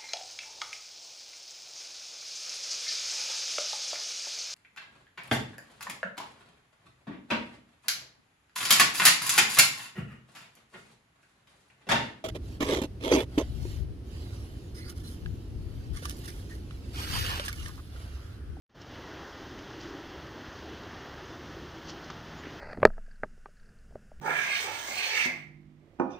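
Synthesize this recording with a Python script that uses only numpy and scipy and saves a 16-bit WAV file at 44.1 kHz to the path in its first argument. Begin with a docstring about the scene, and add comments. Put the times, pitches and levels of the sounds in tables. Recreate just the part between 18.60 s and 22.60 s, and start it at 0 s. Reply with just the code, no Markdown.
"""Distant city traffic from a bridge over a winter canal. The sound fades in on a bed of low rumble,
far engine drone and tyre roar, and a finger brushes the small camera. Single engines swell out of the
bed and sink back while fingers rub and tick on the case. In the second half come three faint chirps,
perhaps small birds, and near the end the grip knocks a few times. Throughout, the mono microphone
is dull above 7 kHz and its electronics hiss and whine faintly."""
import sys
import numpy as np
from scipy import signal
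from scipy.fft import rfft, irfft
from scipy.io import wavfile

SR = 44100
rng = np.random.default_rng(int(sys.argv[2]) if len(sys.argv) > 2 else 0)


def pcm_store(signal):
    """Save signal as 16-bit PCM."""
    levels = np.round(np.clip(np.atleast_2d(signal), -1, 1) * 32767)
    wavfile.write(sys.argv[1], SR, levels.astype(np.int16).T)


N = 176400

# Tone of the three traffic layers (frequency [Hz], level per Hz [dB])
RUMBLE_SPECTRUM = [(10, -27), (31, -12), (47, -2), (75, -2), (100, -3.5), (118, 0), (145, -3.5),
                   (205, -7.5), (260, -5.5), (450, -20), (900, -34.5)]
DRONE_SPECTRUM = [(170, -24), (250, -7.5), (295, -1), (325, 0), (350, -0.5), (390, -1), (430, -6.5),
                  (600, -34)]
TYRE_SPECTRUM = [(120, -11), (280, -0.5), (520, 0), (700, -1), (1000, -2), (1450, -2.5), (1850, -3),
                 (2300, -11.5), (2500, -11.5), (2900, -8), (3300, -8), (3750, -13.5), (5100, -15),
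                 (6500, -19.5), (9000, -33)]
# Their fader rides (time [s], level [dB])
RUMBLE_RIDE = [(.3, -48), (.6, -49.5), (.78, -53.5), (1, -48.5), (1.42, -52), (1.6, -50), (1.9, -49),
               (2.18, -47.5), (2.5, -50.5), (3, -48), (3.7, -50.5), (3.9, -48)]
DRONE_RIDE = [(.3, -52.5), (.45, -51.5), (.78, -50.5), (.93, -47), (1.1, -49.5), (1.24, -46.5),
              (1.39, -44.5), (1.45, -49), (1.52, -46.5), (1.63, -53.5), (1.95, -50.5), (2.15, -48),
              (2.48, -53), (2.85, -49), (3.08, -48), (3.18, -52), (3.28, -52), (3.4, -54.5), (3.68, -57.5),
              (4, -50)]
TYRE_RIDE = [(.3, -46.5), (.55, -46), (1.1, -46.5), (1.35, -46.5), (1.7, -46.5), (2.4, -45.5), (2.7, -46),
             (3.1, -48), (3.45, -46), (3.7, -47), (4, -46)]
# Single engines (peak time [s], half length [s], pitch [Hz], level [dB])
ENGINE_NOTES = [(1.4, 3.7, 75.3, -59), (1.35, 0.21, 326, -53), (3.47, 0.44, 162, -53.5),
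                (3.14, 0.18, 322, -51.5)]
ENGINE_WANDER, ENGINE_FLUTTER_DB = 0.0094, 2.5  # wander is a share of the pitch
AIR_SWELL_DB, AIR_FLICKER_DB = 0.18, 0.73

# Faint high chirps (peak time [s], half length [s], top pitch [Hz], level [dB])
CHIRP_NOTES = [(2.658, 0.0068, 6470, -59.5), (2.722, 0.018, 3550, -55), (3.794, 0.018, 6900, -56)]
CHIRP_SAG, CHIRP_WAVER = .022, 0.0183  # shares of the pitch

# Finger slides on the case (peak time [s], rise [s], fall [s], level [dB])
FINGER_RUBS = [(.218, 0.0077, 0.0086, -45.5), (1.204, .004, .035, -49.5), (2.7, 0.044, .04, -61),
               (3.296, 0.021, 0.019, -43.5), (3.445, 0.0054, .008, -54.5)]
# Small ticks of the case (time [s], level [dB])
CASE_TICKS = [(.991, -41), (1.214, -42), (2.235, -41), (3.296, -37.5), (3.502, -36.5), (3.5055, -43),
              (3.513, -48)]
# Tone of the rubs and ticks (frequency [Hz], level per Hz [dB])
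RUB_SPECTRUM = [(800, -17), (2300, -13), (3100, 3.5), (3800, -7.5), (4400, 1.5), (5400, 1.5), (6500, -4),
                (8000, -5.5), (12000, -20)]
TICK_SPECTRUM = [(200, 4), (1500, -6), (2300, -11), (3200, 1), (4300, -9.5), (5700, -10), (8000, -14),
                 (12000, -21)]
# Knocks of the grip (time [s], level [dB], decay [s], pitch [Hz])
GRIP_KNOCKS = [(3.5015, -35.5, .005, 1120), (3.836, -37.5, 0.0043, 1500), (3.854, -44.5, 0.019, 1930),
               (3.870, -33.5, .009, 287)]
RUB_GRAIN_DB, ATTACK_S, TICK_DECAY_S, KNOCK_Q = 2.5, .0006, 0.0029, 1.8

# Treble roll-off of the microphone (frequency [Hz], gain [dB])
MIC_RESPONSE = [(6200, 1), (6650, -2), (7000, -7.5), (7500, -11.5), (8000, -21.5), (9500, -25),
                (14000, -49)]
# Hiss of the electronics (frequency [Hz], level per Hz [dB])
HISS_SPECTRUM = [(1000, -4), (8000, 2.5), (11000, 1.5), (13800, 2), (14300, 6), (14800, 15.5), (15500, 8)]
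HISS_DB, WHINE_HZ, WHINE_DB, HIGH_CUT_HZ = -69, 12897, -94, 15600
# Opening fade (time [s], gain [dB])
OPENING_FADE = [(.089, -63), (.096, -24), (.142, -24), (.151, -11), (.2, -6), (.27, -5), (.35, -1.5)]


def chirps():
    """Thin, wavering notes that arch in pitch, perhaps small birds on the banks."""
    out = 0
    for at, half, top_hz, db in CHIRP_NOTES:
        offset = (times() - at) / half
        hz = top_hz * (1 - CHIRP_SAG * np.minimum(offset ** 2, 10) + CHIRP_WAVER * walk(880))
        out += undb(db) * np.exp(-offset ** 2 / 2) * np.sin(2 * np.pi * np.cumsum(hz) / SR)
    return out


def handling():
    """Fingers on the camera: grainy friction, sharp ticks and knocks that briefly ring the case."""
    rubs = sum(undb(db) * burst(at, rise, fall) for at, rise, fall, db in FINGER_RUBS)
    rubs *= undb(RUB_GRAIN_DB * walk(300))
    ticks = sum(undb(db) * burst(at, ATTACK_S, TICK_DECAY_S) for at, db in CASE_TICKS)
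    out = noise(RUB_SPECTRUM) * rubs + noise(TICK_SPECTRUM) * ticks
    for at, db, decay, hz in GRIP_KNOCKS:
        resonance = signal.iirpeak(hz, KNOCK_Q, fs=SR)
        body = signal.lfilter(*resonance, signal.lfilter(*resonance, rng.standard_normal(N)))
        out += body / body.std() * undb(db) * burst(at, ATTACK_S, decay)
    return out


def engines():
    """Single engines swell out of the bed as wavering notes and sink back."""
    out = 0
    for at, half, hz, db in ENGINE_NOTES:
        phase = 2 * np.pi * np.cumsum(hz * (1 + ENGINE_WANDER * walk(9.5))) / SR
        swell = np.exp(-((times() - at) / half) ** 2 / 2)
        out += np.sqrt(2) * np.sin(phase) * swell * undb(db + ENGINE_FLUTTER_DB * walk(11))
    return out


def through_air(x, count=8):
    """Moving air lets the octaves of a far sound swell together and flicker alone."""
    hz = np.maximum(np.fft.rfftfreq(N, 1 / SR), 1)
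    octave = np.clip(np.log2(hz / 50), 0, count - 1)
    spectrum = rfft(x)
    bands = (irfft(spectrum * np.maximum(1 - abs(octave - k), 0), N) for k in range(count))
    flickering = sum(band * undb(AIR_FLICKER_DB * walk(11)) for band in bands)
    return flickering * undb(AIR_SWELL_DB * walk(5))


def traffic():
    """Many far vehicles blur into a bed of rumble, exhaust drone and tyre roar."""
    rumble = noise(RUMBLE_SPECTRUM) * curve(RUMBLE_RIDE)
    drone = noise(DRONE_SPECTRUM) * curve(DRONE_RIDE)
    tyres = noise(TYRE_SPECTRUM) * curve(TYRE_RIDE)
    return rumble + drone + tyres


def scene():
    """Everything reaches one microphone, the same in both channels."""
    mono = through_air(traffic()) + engines() + handling() + chirps()
    return np.array([mono, mono])


def record(dry):
    """The dull microphone, hiss and whine of the electronics, the fade-in and a steep high cut."""
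    hiss = undb(HISS_DB) * noise(HISS_SPECTRUM)
    whine = np.sqrt(2) * undb(WHINE_DB) * np.sin(2 * np.pi * WHINE_HZ * times())
    mix = (colour(dry, MIC_RESPONSE) + hiss + whine) * curve(OPENING_FADE)
    high_cut = signal.ellip(12, .2, 70, HIGH_CUT_HZ, fs=SR, output="sos")
    return signal.sosfilt(high_cut, mix)


def undb(db):
    """Decibels to gain."""
    return 10 ** (np.asarray(db) / 20)


def times():
    """The time of every sample."""
    return np.arange(N) / SR


def curve(points):
    """Gain that follows (time [s], level [dB]) points."""
    return undb(np.interp(times(), *np.array(points).T))


def colour(x, points):
    """EQ by (frequency [Hz], gain [dB]) points."""
    hz, db = np.array(points).T
    bins = np.maximum(np.fft.rfftfreq(N, 1 / SR), 1)
    return irfft(rfft(x) * undb(np.interp(np.log(bins), np.log(hz), db)), N)


def noise(points):
    """Coloured noise of rms 1."""
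    x = colour(rng.standard_normal(N), points)
    return x / x.std()


def walk(rate):
    """Smooth random modulation that changes about rate times a second; spread 1."""
    bins = np.fft.rfftfreq(N, 1 / SR)
    x = irfft(rfft(rng.standard_normal(N)) * np.exp(-2 * (bins / rate) ** 2), N)
    return (x - x.mean()) / x.std()


def burst(at, rise, fall):
    """Envelope that grows up to a moment and dies away after it."""
    t = times() - at
    return np.exp(np.minimum(t / rise, -t / fall))


dry = scene()
out = record(dry)
pcm_store(out)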